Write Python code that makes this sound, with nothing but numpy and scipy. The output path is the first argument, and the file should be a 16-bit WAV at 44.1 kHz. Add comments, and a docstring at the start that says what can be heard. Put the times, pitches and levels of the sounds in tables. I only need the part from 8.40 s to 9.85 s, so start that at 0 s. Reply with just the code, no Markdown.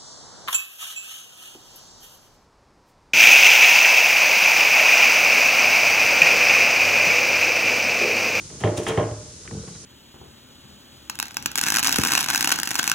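"""Fuel nozzle in a plastic tank

Outdoors and close by, a nozzle shifts in the filler neck. Two loud knocks and lighter contacts excite
the modes of spout, housing, tank walls and enclosed air; between the knocks, friction on the rim makes
the spout scrape and judder. Then the hand changes its grip with damped bumps and dry ticks.
Behind lie a low rumble, a far bird and a steady high hiss up to about 10 kHz; above that come a gap
and a faint top band from audio coding."""
import sys
import numpy as np
from scipy import signal
from scipy.fft import rfft, irfft
from scipy.io import wavfile

SR = 44100
rng = np.random.default_rng(int(sys.argv[2]) if len(sys.argv) > 2 else 0)


def transcribe(signal):
    """Save signal, clipped to [-1, 1], as a 16-bit WAV file at the path in sys.argv[1]."""
    frames = np.atleast_2d(signal).T
    limited = np.clip(frames, -1, 1)
    pcm = np.round(limited * 32767).astype(np.int16)
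    wavfile.write(sys.argv[1], SR, pcm)


N = 63945
T = np.arange(N) / SR

# Contacts of spout and tank: start_s, thud_db, boom_db, walls_db, wall_tilt_db_per_octave,
# low_ring_db, nozzle_ring_db, clack_db
KNOCKS = [(0.102, -57, -64, -48.5, -12, -48.5, -59, -43.5), (0.206, -54, -48, -52, 3, -36.5, -42.5, -46),
          (.237, -20, -14, -20, -3.5, -22.5, -33, -16.5), (.274, -47, -45, -35, 3.5, -28, -42.5, -29),
          (0.377, -16, -46, -34, -9, -29.5, -42, -49), (0.4662, -37, -33.5, -27, 0.5, -42, -29.5, -20),
          (.485, -45, -50, -35.5, -10.5, -27, -31, -52), (.575, -9.5, -21.5, -22.5, 4.5, -19, -35.5, -19.5),
          (0.596, -24, -36, -38, -5, -34, -48, -28), (.629, -35, -21, -35, 1, -34, -52, -31),
          (0.711, -22, -24.5, -59, -6, -43, -66, -38.5)]
# Left-right coherence of close sounds: frequency_hz, correlation
NEAR_COHERENCE = [(250, 1), (600, 0.94), (1100, 0.36), (5000, 0.9), (12000, 0.32)]


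def from_db(db):
    """Amplitude grows tenfold for every 20 dB."""
    return 10 ** (np.asarray(db) / 20)


def at_hz(points, hz):
    """Interpolation on a logarithmic frequency axis."""
    frequencies, values = np.transpose(points)
    return np.interp(np.log(hz + 1e-3), np.log(frequencies), values)


def noise(spectrum, coherence):
    """Random-phase stereo noise of unit rms; the mid-side balance sets its coherence."""
    hz = np.arange(N // 2 + 1) * SR / N
    mid, side = np.exp(2j * np.pi * rng.random((2, len(hz))))
    correlation = np.clip(at_hz(coherence, hz), -1, 1)
    stereo = np.sqrt(1 + correlation) * mid + np.sqrt(1 - correlation) * side * [[1], [-1]]
    x = irfft(from_db(at_hz(spectrum, hz)) * stereo, N)
    return x / x.std()


def drift(per_s):
    """Random modulation of unit standard deviation."""
    x = np.interp(T * per_s, np.arange(4000), rng.standard_normal(4000))
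    return x / x.std()


def fade(t60_s, start_s=0):
    """Exponential decay from 1 at start_s, losing 60 dB in t60_s."""
    return (T >= start_s) * np.exp(-np.log(1000) * np.maximum(T - start_s, 0) / t60_s)


def rise(attack_s):
    """Exponential approach to full amplitude."""
    return 1 - np.exp(-T / attack_s)


def mode(hz, db, t60_s):
    """A normal mode vibrates freely as a damped sine."""
    return from_db(db) * fade(t60_s) * np.sin(2 * np.pi * hz * T)


def ring(modes):
    """Superposition of a struck body's modes, alternating in sign."""
    return sum((-1) ** k * mode(*row) for k, row in enumerate(modes))


def dense_ring(spectrum, attack_s):
    """Modal overlap: crowded resonances merge into noise, each octave decaying at its own rate."""
    # Decay times: frequency_hz, t60_s
    decay = [(100, 0.25), (500, 0.45), (1000, 0.54), (2500, 0.44), (8000, 0.043)]
    octave = np.log2(np.clip(np.arange(N // 2 + 1) * SR / N, 64, 16384))
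    body = rfft(noise(spectrum, NEAR_COHERENCE))
    out = 0
    for k in range(6, 15):
        band = irfft(body * np.maximum(1 - abs(octave - k), 0), N)
        out = out + band * fade(at_hz(decay, 2. ** k))
    return rise(attack_s) * out


def strike(times_s, levels_db, response):
    """Convolution: every blow launches a scaled copy of the impulse response."""
    blows = np.zeros(N)
    blows[np.round(np.asarray(times_s) * SR).astype(int)] = from_db(levels_db)
    return signal.fftconvolve(blows[None], np.atleast_2d(response), axes=1)[:, :N]


def background():
    """Partly coherent noise sounds wide: wavering rumble, steady hiss and a faint audio-coding band."""
    # Hiss up to about 10 kHz, then a gap and a top band from audio coding:
    # frequency_hz, relative_density_db
    hiss_and_coding_band = [(1000, -11), (2500, -11.5), (3500, -8.5), (4700, -3.5), (6400, 2), (8200, -5.5),
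                            (9800, -4.5), (10400, -15.5), (11000, -50), (14500, -27), (16000, -51)]
    # Low rumble: frequency_hz, relative_density_db
    rumble_spectrum = [(20, -37), (45, 1.5), (75, 1.5), (170, -2), (250, -9.5), (450, -9.5), (700, -27),
                       (1500, -21), (3000, -66)]
    # Envelopes: time_s, level_db
    treble_levels = [(0, -41.5), (.65, -44), (1.45, -43)]
    rumble_levels = [(0, -42), (.09, -53), (.16, -44), (.85, -44), (.96, -49), (1.05, -42), (1.14, -38.5),
                     (1.45, -44)]
    # Left-right coherence: frequency_hz, correlation
    coherence = [(400, 0.95), (1200, -0.14), (3000, 0.7), (6000, -0.26)]
    treble = from_db(np.interp(T, *np.transpose(treble_levels))) * noise(hiss_and_coding_band, coherence)
    rumble_db = np.interp(T, *np.transpose(rumble_levels)) + 1.8 * drift(per_s=12.65)
    return treble + from_db(rumble_db) * noise(rumble_spectrum, coherence)


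def nozzle():
    """Impact excites modes: the damped plastic housing clacks, the metal spout rings on."""
    # Contact grit and crowded high resonances: frequency_hz, relative_density_db
    grit_spectrum = [(300, 11), (900, -19), (2000, 1), (3200, -5.5), (4300, -17), (13000, -44)]
    ring_spectrum = [(400, -0.5), (800, -1), (1400, -2), (2000, 0.5), (3200, -1.5), (4400, -15.5),
                     (9000, -25), (15000, -59)]
    # Normal modes: pitch_hz, level_db, t60_s
    spout_modes = [(808, -14.5, 0.18), (921, -7.5, 0.37), (1058, -10.5, 0.15), (1263, -9, 0.36),
                   (1740, -7, 0.17), (2424, -13.5, 0.26), (3130, -10.5, 0.23), (3234, -9, 0.16),
                   (3652, -6.5, 0.085)]
    housing_modes = [(840, -3.5, 0.023), (1200, -10, 0.017), (1827, -7, 0.027), (2170, -12.5, 0.043),
                     (3150, -6, 0.0089)]
    start_s, *_, ring_db, clack_db = np.transpose(KNOCKS)
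    # Each blow lands elsewhere and favours other modes.
    scatter_db = 3.5 * rng.standard_normal((len(start_s), len(housing_modes)))
    onset = rise(attack_s=0.0004)
    grit = noise(grit_spectrum, NEAR_COHERENCE) * fade(t60_s=0.026) * onset
    spout = dense_ring(ring_spectrum, attack_s=0.0008) + ring(spout_modes)
    out = strike(start_s, clack_db - 2, grit) + strike(start_s, ring_db, spout)
    for k, row in enumerate(housing_modes):
        out = out + (-1) ** k * strike(start_s, clack_db + scatter_db[:, k], mode(*row) * onset)
    return out


def tank():
    """Shell and cavity resonance: the whole tank gives with a thud, its air booms, its walls ring."""
    # Wall modes: pitch_hz, level_db, t60_s
    wall_modes = [(198.3, -7, 0.19), (277, -13.5, 0.68), (328.8, -9.5, 0.7), (358.2, -7, 0.6),
                  (404, -6, 0.2), (446, -2, 0.44), (461, -12.5, 0.8), (548, -14, 0.9), (599.3, -3.5, 0.67),
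                  (610, -12, 0.74), (649, -9, 0.29), (675, -8.5, 0.17), (749, -17.5, 0.2), (788, -7, 0.17),
                  (839, -21, 0.62), (997, -26, 0.56), (1065.6, -11.5, 0.44), (1637, -23, 0.44)]
    # Their stereo balance: frequency_hz, left_minus_right_db
    wall_pan = [(350, 1), (600, -5.5), (1000, -1)]
    # Crowded low resonances: frequency_hz, relative_density_db
    ring_spectrum = [(60, -6), (150, 7), (235, -8), (350, 2), (670, -2), (920, -11), (1400, -14.5),
                     (3000, -44)]
    start_s, thud_db, boom_db, walls_db, tilt_db, low_ring_db, *_ = np.transpose(KNOCKS)
    attack_s, lagged_s = 0.0055, start_s + 0.00186
    onset = rise(attack_s)
    punch = 1 + from_db(1.5) * fade(t60_s=0.041)
    thud = strike(lagged_s, thud_db, mode(hz=91.6, db=0, t60_s=0.077) * onset)
    boom = strike(lagged_s, boom_db, mode(hz=106.2, db=0, t60_s=0.34) * onset)
    out = thud + boom + strike(start_s, low_ring_db, dense_ring(ring_spectrum, attack_s) * punch)
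    for k, (hz, db, t60_s) in enumerate(wall_modes):
        wall = (-1) ** k * mode(hz, db, t60_s) * onset
        pan = from_db(np.array([[0.5], [-0.5]]) * at_hz(wall_pan, hz))
        out = out + pan * strike(lagged_s, walls_db + tilt_db * np.log2(hz / 500), wall)
    return out


def handle_bumps():
    """Heavy damping leaves only dull bumps when hand and hose strike the handle."""
    # Blows: start_s, level_db
    bumps = [(.150, -43), (0.214, -25), (1.113, -29.5), (1.122, -27), (1.13, -25.5), (1.149, -22.5),
             (1.169, -25), (1.194, -28.5), (1.273, -28.5), (1.303, -35.5), (1.35, -34)]
    # Handle modes: pitch_hz, level_db, t60_s
    modes = [(106.3, -4.5, 0.11), (154.5, -0.5, 0.055), (196, -0.5, 0.061), (341, -11.5, 0.052),
             (447.5, -10.5, 0.077), (800, -13, 0.012)]
    return strike(*np.transpose(bumps), ring(modes) * rise(attack_s=0.00044))


def rim_scrapes():
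    """Sliding friction: gritty noise swells until the spout slips free, then rings off."""
    # Slips: peak_s, level_db, rise_s
    slips = [(0.203, -43, 0.0015), (0.376, -31, 0.0064), (.432, -41, 0.001), (0.486, -32.5, 0.019)]
    # Friction noise: frequency_hz, relative_density_db
    spectrum = [(1800, 0.5), (2500, 1), (3200, 3), (4600, -4), (5840, 2), (6900, 2), (8100, -3), (9200, 4),
                (11000, -13), (15000, -18)]
    power = 0
    for peak_s, db, rise_s in slips:
        swell = (T < peak_s) * np.exp(-abs(T - peak_s) / rise_s)
        release = fade(0.056, peak_s)
        tail = from_db(-7.5) * fade(0.42, peak_s)
        power = power + (from_db(db) * (swell + release + tail)) ** 2
    grain = from_db(-drift(per_s=900))
    return np.sqrt(power) * grain * noise(spectrum, NEAR_COHERENCE)


def spout_judders():
    """Stick-slip oscillation of the spout swells into short low tones."""
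    # Judders: start_s, length_s, pitch_hz, level_db
    judders = [(0.38, 0.0104, 394, -21), (.393, 0.0176, 433, -20), (0.417, 0.0083, 390, -24),
               (0.478, 0.13, 443.7, -25.5)]
    out = 0
    for start_s, length_s, hz, db in judders:
        swell = np.sin(np.pi * np.clip((T - start_s) / length_s, 0, 1))
        out = out + from_db(db) * swell * np.sin(2 * np.pi * hz * (T - start_s))
    return out


def lever_ticks():
    """Small impacts of the lever: fast-decaying noise shaped by one resonance each."""
    # Ticks: start_s, level_db, centre_hz, half_width_octaves, attack_s, t60_s
    ticks = [(1.052, -44.5, 1200, 0.42, .001, 0.079), (1.0764, -31.5, 1960, 0.13, 0.00038, 0.025),
             (1.1103, -33, 970, 0.46, 0.0004, 0.027), (1.235, -36, 462, 0.033, .0005, 0.064),
             (1.275, -36.5, 930, 0.42, 0.0045, 0.062), (1.349, -44.5, 1290, 0.4, 0.00086, 0.076)]
    hz, cutoff_hz = np.geomspace(50, 16000, 120), 4000
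    rolloff_db = -10 * np.log10(1 + (hz / cutoff_hz) ** 10)
    out = 0
    for start_s, db, centre_hz, half_width, attack_s, t60_s in ticks:
        resonance_db = -10 * np.log10(1 + (np.log2(hz / centre_hz) / half_width) ** 2)
        band = noise(np.column_stack([hz, resonance_db + rolloff_db]), NEAR_COHERENCE)
        out = out + strike([start_s], [db], rise(attack_s) * fade(t60_s) * band)
    return out


def far_bird():
    """Frequency modulation: a bird's faint whistles glide, arch and waver in pitch."""
    # Notes: start_s, length_s, start_hz, end_hz, level_db
    notes = [(1.185, .072, 3810, 4010, -54), (1.316, .064, 3900, 3860, -51.5)]
    arch_hz, waver_hz = 70, 45
    out = 0
    for start_s, length_s, start_hz, end_hz, db in notes:
        progress = np.clip((T - start_s) / length_s, 0, 1)
        arch = abs(np.sin(np.pi * progress))
        hz = start_hz + (end_hz - start_hz) * progress + arch_hz * arch + waver_hz * drift(per_s=250)
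        out = out + from_db(db) * np.sqrt(arch) * np.sin(2 * np.pi * np.cumsum(hz) / SR)
    return out


def scene():
    """Superposition: all layers add linearly."""
    return (background() + nozzle() + tank() + handle_bumps() + rim_scrapes() + spout_judders()
            + lever_ticks() + far_bird())


def record(dry):
    """Band limiting: the deep bass is rolled off and the top is cut steeply."""
    low_cut_hz, high_cut_hz = 65.6, 15700
    thinned = signal.sosfilt(signal.butter(2, low_cut_hz, "high", fs=SR, output="sos"), dry)
    return signal.sosfilt(signal.ellip(10, .1, 80, high_cut_hz, fs=SR, output="sos"), thinned)


dry = scene()
out = record(dry)
transcribe(out)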